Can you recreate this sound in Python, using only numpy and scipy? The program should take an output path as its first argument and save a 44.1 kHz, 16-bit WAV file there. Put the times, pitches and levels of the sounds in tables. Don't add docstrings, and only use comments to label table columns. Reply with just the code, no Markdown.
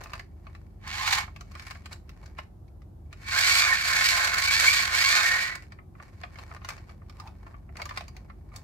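import sys
import numpy as np
from scipy import signal
from scipy.fft import rfft, irfft, next_fast_len
from scipy.io import wavfile
from scipy.ndimage import uniform_filter1d

SR = 44100
rng = np.random.default_rng(int(sys.argv[2]) if len(sys.argv) > 2 else 0)


def file_out(sig):
    cols = np.atleast_2d(sig).T
    lim = np.clip(cols, -1, 1)
    pcm = np.round(lim * 32767).astype(np.int16)
    wavfile.write(sys.argv[1], SR, pcm)


N = 380891
TIME = np.arange(N) / SR
REFERENCE_HZ = 1000

# [fastest at t/s, run-up/s, run-down/s, top tooth rate f/Hz,
# run-up bend (1 = even), level/dB and treble lift/dB before the effects of speed and slack]
PUSHES = [(1.17, .44, .12, 1666, 1.05, -32, 7.6), (3.66, .49, 0.34, 1196, 2.14, -20, 2.9),
          (4.14, .6, .58, 1028, 1.38, -20, 4.9), (4.75, .85, .27, 1276, .8, -20.5, 3.5),
          (5.21, .42, 0.53, 1260, 1.9, -21, 2.5)]
# [t/s, relative level/dB]
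KNOCKS = [(0.877, -29), (1.013, -18.5), (1.079, -12), (1.13, -7.5), (1.184, -13.5), (3.296, -34.5),
          (3.349, -17), (3.389, -7.5), (3.883, -19.5), (3.931, -24), (4.059, -12), (4.204, -16.5),
          (4.246, -13), (4.274, -17), (4.34, -14.5), (4.384, -15), (4.399, -18), (4.439, -19),
          (4.483, -14.5), (4.532, -10.5), (4.771, -15), (4.834, -22), (4.948, -12.5), (4.985, -23.5),
          (5.311, -16.5), (5.355, -20), (5.474, -32), (5.554, -27.5)]


def gearbox():
    # [f/Hz, relative level/dB]
    grip_colours = [
        [(240, -68.5), (400, -20), (614, -19), (784, -3.5), (1200, -0.5), (1320, -3), (2190, -2.5), (2670, -8),
         (2880, -6.5), (6680, -17.5), (8670, -27.5), (12700, -28), (15500, -36.5)],
        [(180, -63), (300, -28), (696, -17), (953, -17.5), (1090, -8), (1180, -11), (1510, -2), (2000, -8),
         (2210, -4), (2790, -12.5), (4490, -10.5), (7500, -19.5), (9760, -28), (12900, -25), (15500, -39.5)],
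    ]
    regrip_s = 2.2
    grip_shift, sway_db = 0.015, 1.6

    speed = tooth_rate()
    tooth_hz = speed * (1 + .017 * walk(150))
    mesh = undb(-3) * teeth(tooth_hz, scatter_db=14)
    mesh += undb(-7) * teeth(tooth_hz / 2, scatter_db=5.5)
    mesh = colour(mesh, lambda hz: -10 * np.log10((1 + (1500 / hz) ** 4) * (1 + (hz / 4500) ** 2)))
    coasting = uniform_filter1d(1. * (np.gradient(speed) <= 0), size=2000)
    mesh *= undb(-8 * coasting + 6.1 * walk(35))
    rattle = both([steady(grains(3.5 * tooth_hz, spread_db=0)) for _ in range(2)], alike_hz=3000)
    drive = disperse(mesh + rattle) * undb(4 * walk(90))

    gain, treble_db = effort(speed, coasting)
    jolts = sum(undb(db - 11) * swell(s, rise_s=0.024, fall_s=0.036) for s, db in KNOCKS)
    out = 0
    for held, points in zip((TIME < regrip_s, TIME >= regrip_s), grip_colours):
        def grip(k):
            return colour(drive, lambda hz: along(points, hz) + shell_db(hz * (1 - k * grip_shift))
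                          + k * sway_db * np.tanh(4 * np.log(hz / 2000)))
        tight, slack = grip(1), grip(-1)
        ring = slack + (tight - slack) * (1 + np.tanh(2 * walk(14))) / 2
        treble = signal.sosfiltfilt(signal.butter(2, 3000, "high", fs=SR, output="sos"), ring)
        bright = undb(treble_db + walk(130))
        out = out + held * steady(ring + (bright - 1) * treble, span_s=0.017)
    return out * np.hypot(gain * undb(0.5 * walk(40)), jolts)


def tooth_rate():
    speed = np.full(N, 100.)
    for s, up_s, down_s, top_hz, bend, _, _ in PUSHES:
        short_of_top = (np.maximum(s - TIME, 0) / up_s) ** bend + np.maximum(TIME - s, 0) / down_s
        speed = np.maximum(speed, top_hz * (1 - short_of_top))
    return speed


def teeth(tooth_hz, scatter_db, hardest=1.33):
    turn = np.cumsum(tooth_hz) / SR
    at = np.flatnonzero(np.diff(np.floor(turn)))
    late = 1 - turn[at + 1] % 1 * SR / tooth_hz[at]
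    size = undb(scatter_db * np.minimum(rng.standard_normal(N), hardest))[:len(at)]
    taps = np.zeros(N)
    for k in range(-3, 5):
        taps[np.clip(at + k, 0, N - 1)] += size * np.sinc(k - late)
    return steady(taps - uniform_filter1d(taps, size=256))


def effort(speed, coasting):
    speed_db, slack_db = 6, -3
    treble_speed_db, treble_slack_db = 6, -3
    bite_hz, bite_order = 540, 5
    s, *_, level_db, treble_db = np.transpose(PUSHES)
    octaves = np.log2(speed / REFERENCE_HZ)
    eased = np.interp(TIME + 0.024, TIME, coasting)
    level = np.interp(TIME, s, level_db) + speed_db * octaves + slack_db * eased
    gain = undb(level) / (1 + (bite_hz / speed) ** bite_order)
    treble = np.interp(TIME, s, treble_db) + treble_speed_db * np.minimum(octaves, .3)
    return gain, treble + treble_slack_db * eased


def disperse(x, spread_s=.004):
    size = next_fast_len(N + 4096, True)
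    phase = 4 * np.pi * spread_s * np.sqrt(REFERENCE_HZ * bins(size))
    return irfft(rfft(x, size) * np.exp(-1j * phase), size)[..., :N]


def shell_db(hz):
    # [f/Hz, width/Hz, lift/dB]
    resonances = [(710, 85, 7), (865, 63, 7.5), (1073, 51, 9.5), (1580, 100, 2.5), (1730, 28, -0.5),
                  (1776, 21, 7.5), (1853, 120, 6), (2249, 100, 11.5), (2557, 37, 3.5), (2690, 29, 4.5),
                  (3175, 80, -2), (3440, 85, 14), (3450, 110, -15), (4313, 140, 7), (4430, 58, -2),
                  (4750, 58, 6), (5000, 70, -5), (5400, 41, -8), (5770, 43, -9), (7760, 150, -5),
                  (7640, 1100, 5.5)]
    return sum(db / (1 + (2 * (hz - f) / width) ** 2) for f, width, db in resonances)


def knocks():
    knock_db, tight_db = -20.5, -17
    octaves = np.log2(np.maximum(tooth_rate(), 700) / REFERENCE_HZ)
    return place(click(s, db + knock_db + tight_db * octaves[int(s * SR)], ring_hz=1900,
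                       t60=0.046, treble_db=-4.5, graze_db=-25.5) for s, db in KNOCKS)


def axle():
    # [loudest at t/s, rise/s, fall/s, pitch f/Hz, glide/(octaves/s), level/dB before trim]
    squeals = [(3.727, .05, .03, 1830, -1.6, -19), (4.68, .025, 0.031, 2265, 1.43, -10.5),
               (5.25, .03, 0.37, 1845, 0.29, -20)]
    squeal_db, stall_hz = -2, 400
    out, wobble = 0, 1 + .018 * walk(300)
    for s, rise_s, fall_s, hz, slide, db in squeals:
        tone = np.sin(2 * np.pi * np.cumsum(glide(s, hz, slide) * wobble) / SR)
        out = out + undb(db) * swell(s, rise_s, fall_s) * tone
    turning = 1 / (1 + (stall_hz / tooth_rate()) ** 6)
    return out * turning * undb(squeal_db + 3.9 * walk(120))


def ports(x):
    # [f/Hz, level/dB]
    left_lead = [(60, 1), (110, 1.5), (200, 4.5), (380, -2), (700, 0), (1290, -4.0), (2380, -2), (4400, -5),
                 (8120, -1.5), (15000, 1)]
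    turn_rad, turn_hz = 1.72, 650
    size = next_fast_len(N + 2048, True)
    hz = bins(size)
    lean = undb(along(left_lead, hz) / 2)
    phase = turn_rad * (1 - np.exp(-hz / turn_hz))
    return irfft(rfft(x, size) * np.array([lean, np.exp(-1j * phase) / lean]), size)[:, :N]


def clicks():
    # [t/s, level/dB before trim, ring f/Hz, treble tilt/dB before the edge lift]
    snaps = [(.037, -36, 1910, -5), (0.059, -35, 1070, -30), (.096, -41, 1600, -17), (.134, -25, 1600, -14),
             (.195, -30, 1910, -15), (0.468, -37, 1070, -24), (.55, -39.5, 1900, -15),
             (1.279, -36, 867, -55), (1.362, -35.5, 2300, -13.5), (1.409, -34.5, 1370, -10.5),
             (1.517, -43.5, 1230, -10), (1.552, -33, 1080, -16.5), (1.596, -31.5, 1910, -13.5),
             (1.709, -29, 2340, -11), (1.754, -37.5, 1830, -21), (1.858, -34, 2410, -10),
             (1.929, -31.5, 1390, -7), (2.093, -40.5, 2250, -10), (2.26, -42.5, 1600, -8.5),
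             (2.388, -25.5, 890, -19), (2.68, -58, 2300, -10), (2.819, -51, 1960, -14),
             (3.128, -36, 2337, -11.5), (5.721, -36.5, 1890, -16), (5.788, -39, 1130, -39),
             (5.952, -44, 1140, -35), (5.999, -35.5, 1080, -39), (6.235, -27, 715, -21),
             (6.357, -37.5, 1650, -15), (6.387, -35.5, 715, -15), (6.514, -32.5, 615, -31),
             (6.564, -35.5, 1710, -17), (6.617, -41, 1150, -28), (6.647, -29.5, 1710, -11.5),
             (6.688, -24, 1590, -9.5), (6.704, -29, 1080, -12.5), (6.779, -39.5, 656, -17),
             (6.893, -41.5, 1083, -16), (7.018, -46, 890, -54), (7.097, -40, 1080, -11),
             (7.199, -32, 1180, -10), (7.274, -39.5, 868, -15.5), (7.466, -39, 1150, -37),
             (7.542, -38, 1140, -43), (7.691, -43.5, 696, -48), (7.756, -39, 700, -34),
             (7.769, -33.5, 2450, -9), (7.798, -30, 1110, -22), (7.818, -24.5, 2150, -12),
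             (7.855, -29.5, 1060, -10), (7.892, -30.5, 1730, -12), (7.909, -27.5, 1090, -25),
             (7.974, -21, 1270, -13), (8.008, -30.5, 710, -15.5), (8.081, -38.5, 1060, -10),
             (8.166, -38.5, 2290, -10), (8.299, -37.5, 1290, -29), (8.518, -47.5, 1250, -32),
             (8.561, -33, 1130, -3)]
    click_db = -7
    return place(click(s, db + click_db, hz, t60=0.055, treble_db=treble_db, graze_db=-17)
                 for s, db, hz, treble_db in snaps)


def click(s, peak_db, ring_hz, t60, treble_db, graze_db):
    # [f/Hz, relative level/dB]
    struck = [(200, -32), (450, -16), (680, -1.5), (900, -11.5), (1150, 2.5), (1500, -6.5), (2300, -3.5),
              (3400, -9.5), (4600, -3), (6500, -11), (9500, -19), (13000, -21.5), (15500, -21)]
    graze_s, crack_s, snap = 0.018, 0.0059, 2.1
    ring_db, ring_width, edge_db = 6, 0.21, 10.5
    shell_share, spot_db = 0.29, 3.5

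    lead = SR // 50
    t = TIME[:SR // 6] - lead / SR
    graze = undb(graze_db) * np.exp(np.minimum(t, 0) / graze_s)
    chatter = np.exp(-np.log(1000) * np.abs(t) / t60)
    push = both(rng.standard_normal((2, len(t))), alike_hz=700) * np.where(t < 0, graze, chatter)
    push = colour(push, lambda hz: -10 * np.log10(1 + (hz / 4500) ** 2))
    push += rng.standard_normal((2, len(t))) * (t >= 0) * np.exp(-np.abs(t) / crack_s)
    push[:, lead] += snap
    spot = np.c_[np.geomspace(500, 16000, 60), spot_db * rng.standard_normal(60)]
    ring = colour(push, lambda hz: along(struck, hz) + shell_share * shell_db(hz) + along(spot, hz)
                  + ring_db / (1 + (np.log(hz / ring_hz) / ring_width) ** 2)
                  + (treble_db + edge_db) * np.clip(np.log2(hz / 2300) / 0.96, 0, 1.8))
    crest = np.sqrt(np.max(uniform_filter1d(np.mean(ring ** 2, axis=0), size=200)))
    return s - lead / SR, ring * undb(peak_db) / crest


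def fingers():
    # [firmest at t/s, rise/s, fall/s, level/dB before trim, bass lift/dB]
    rubs = [(.01, 0.074, 0.17, -45, 3), (.17, 0.11, 0.059, -45, -2), (.53, 0.26, 0.27, -61, -2),
            (1.68, 0.21, 0.15, -44.5, -22), (1.92, .03, 0.057, -46, -4), (2.25, 0.23, 0.13, -55, 2),
            (2.385, .03, 0.062, -47.5, -6), (3.26, 0.12, 0.041, -46.5, -16), (5.64, 0.13, 0.048, -52, -7),
            (6.03, 0.065, 0.15, -52.5, -5), (6.235, 0.14, 0.043, -52.5, -7), (6.42, 0.18, 0.08, -47.5, -1),
            (6.55, 0.14, 0.054, -47, 0), (6.73, 0.11, 0.14, -46.5, 0), (6.91, 0.077, 0.067, -53, 0),
            (7.22, 0.23, 0.14, -57.5, -5), (7.48, 0.18, 0.18, -54.5, 6), (7.81, 0.072, 0.059, -42.5, 8),
            (7.96, 0.1, 0.15, -46.5, -6), (8.17, .1, 0.32, -59, 6), (8.545, 0.052, 0.15, -52, 3),
            (8.62, 0.39, 0.17, -63, -1)]
    # [f/Hz, relative level/dB]
    skin = [(240, -22), (450, 0.5), (700, -2.5), (1100, -0.5), (2200, -6), (3300, -15.5), (5000, -13),
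            (9000, -25.5), (13000, -26), (15500, -41)]
    rub_db, catch_db = -1, 1

    slips = unit(both([grains(900, spread_db=-2.5) for _ in range(2)], alike_hz=700))
    slips = slips * undb(3.4 * walk(51))
    catches = signal.lfilter([1], [1, -.99], np.abs(grains(45, spread_db=3)))
    scrape = catches * both(rng.standard_normal((2, N)), alike_hz=703)
    slips = slips + undb(catch_db) * unit(scrape)
    rub = colour(slips, lambda hz: along(skin, hz) + 0.9 * shell_db(hz))
    s, *_, bass_db = np.transpose(rubs)
    bass = signal.sosfiltfilt(signal.butter(2, 1200, fs=SR, output="sos"), rub)
    rub = steady(rub + (undb(np.interp(TIME, s, bass_db)) - 1) * bass, span_s=0.06)
    power = sum((undb(db) * swell(s, rise_s, fall_s)) ** 2 for s, rise_s, fall_s, db, _ in rubs)
    return rub * np.sqrt(power) * undb(rub_db)


def drag():
    at_s, rise_s, fall_s, level_db = 7.27, 0.14, 0.072, -49
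    slip_hz = glide(at_s, hz=803, octaves_per_s=-6) * np.exp(.15 * walk(610))
    rasp = teeth(slip_hz, scatter_db=7)
    rasp = steady(colour(rasp, lambda hz: -20 * np.log10(1 + (np.log(hz / 850) / 0.3) ** 2)))
    return rasp * swell(at_s, rise_s, fall_s) * undb(level_db)


def room_tone():
    # [f/Hz, rms level/dB before trim and swell]
    hum_lines = [(48.4, -53.5), (73.5, -60), (76.8, -53.5), (96.9, -54.5), (145.3, -66.5), (199.2, -66)]
    # [t/s, level/dB before trim]
    hum_swell = [(0, -1), (1.2, 2.5), (2.7, -4), (3.3, 1.5), (4.8, 1.5), (5.9, -8.5), (6.6, 0), (8.6, 0)]
    # [f/Hz, relative level/dB]
    air = [(18, -38.5), (30, -29), (55, -6), (85, -7.5), (130, -12), (200, -18.5), (270, -24.5),
           (370, -22.5), (440, -33.5), (750, -33.5), (1300, -46), (2200, -58.5), (3500, -60), (9500, -62.5),
           (13000, -59), (15500, -72)]
    air_db, hum_db, wide_hz = -49.5, 1, 450
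    hum = 0
    for hz, db in hum_lines:
        wavering_hz = hz + .9 * walk(4)
        hum = hum + undb(db) * np.sqrt(2) * np.sin(2 * np.pi * np.cumsum(wavering_hz) / SR)
    hum = hum * undb(hum_db + np.interp(TIME, *np.transpose(hum_swell)))
    mid, side = colour(rng.standard_normal((2, N)), lambda hz: along(air, hz))
    side = colour(side, lambda hz: -10 * np.log10(1 + (wide_hz / hz) ** 2))
    return hum + undb(air_db) * (mid + side * np.array([[1], [-1]])) / np.std(mid)


def room(x, t60=0.22, wet_db=-11):
    t = TIME[:SR // 2]
    tail = rng.standard_normal((2, len(t))) * undb(-60 * t / t60) * (t > .003)
    tail /= np.sqrt(np.sum(tail ** 2, axis=1, keepdims=True))
    return x + undb(wet_db) * signal.fftconvolve(x, tail, axes=1)[:, :N]


def undb(db):
    return 10 ** (np.asarray(db) / 20)


def unit(x):
    return x / np.sqrt(np.mean(x ** 2) + 1e-20)


def bins(size):
    return np.maximum(np.arange(size // 2 + 1) * SR / size, 1)


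def along(points, hz):
    f, value = np.transpose(points)
    return np.interp(np.log(hz), np.log(f), value)


def colour(x, db_at):
    size = 2 * next_fast_len(x.shape[-1] // 2 + 1024)
    cepstrum = irfft(np.log(undb(db_at(bins(size)))))
    cepstrum[1:size // 2] *= 2
    cepstrum[size // 2 + 1:] = 0
    return irfft(rfft(x, size) * np.exp(rfft(cepstrum)))[..., :x.shape[-1]]


def walk(rate):
    steps = rng.standard_normal(8192)
    return unit(np.interp(TIME * rate, np.arange(len(steps)), steps))


def steady(x, span_s=0.048):
    power = np.maximum(uniform_filter1d(x ** 2, int(span_s * SR)), 0)
    return x / np.sqrt(power + 1e-6 * np.mean(x ** 2))


def swell(s, rise_s, fall_s):
    return undb(-20 * np.clip(np.maximum((s - TIME) / rise_s, (TIME - s) / fall_s), 0, 10))


def glide(s, hz, octaves_per_s):
    return hz * 2 ** np.clip(octaves_per_s * (TIME - s), -1, 1)


def grains(rate, spread_db):
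    hits = rng.random(N) < rate / SR
    return hits * rng.choice([-1, 1], N) * undb(spread_db * rng.standard_normal(N))


def both(x, alike_hz):
    mid, side = x
    side = colour(side, lambda hz: -10 * np.log10(1 + alike_hz / hz))
    return (mid + side * np.array([[1], [-1]])) / np.sqrt(2)


def place(sounds):
    out = np.zeros((2, N + SR))
    for s, sound in sounds:
        start = max(int(s * SR), 0)
        out[:, start:start + sound.shape[1]] += sound
    return out[:, :N]


def scene():
    train = ports(gearbox() + axle() + knocks())
    hands = clicks() + fingers() + drag()
    return room(train + hands) + room_tone()


def record(dry):
    rounded = .8 * np.tanh(dry / .8)
    top_cut = signal.ellip(10, .2, 80, 15700, fs=SR, output="sos")
    return signal.sosfilt(top_cut, rounded)


dry = scene()
out = record(dry)
file_out(out)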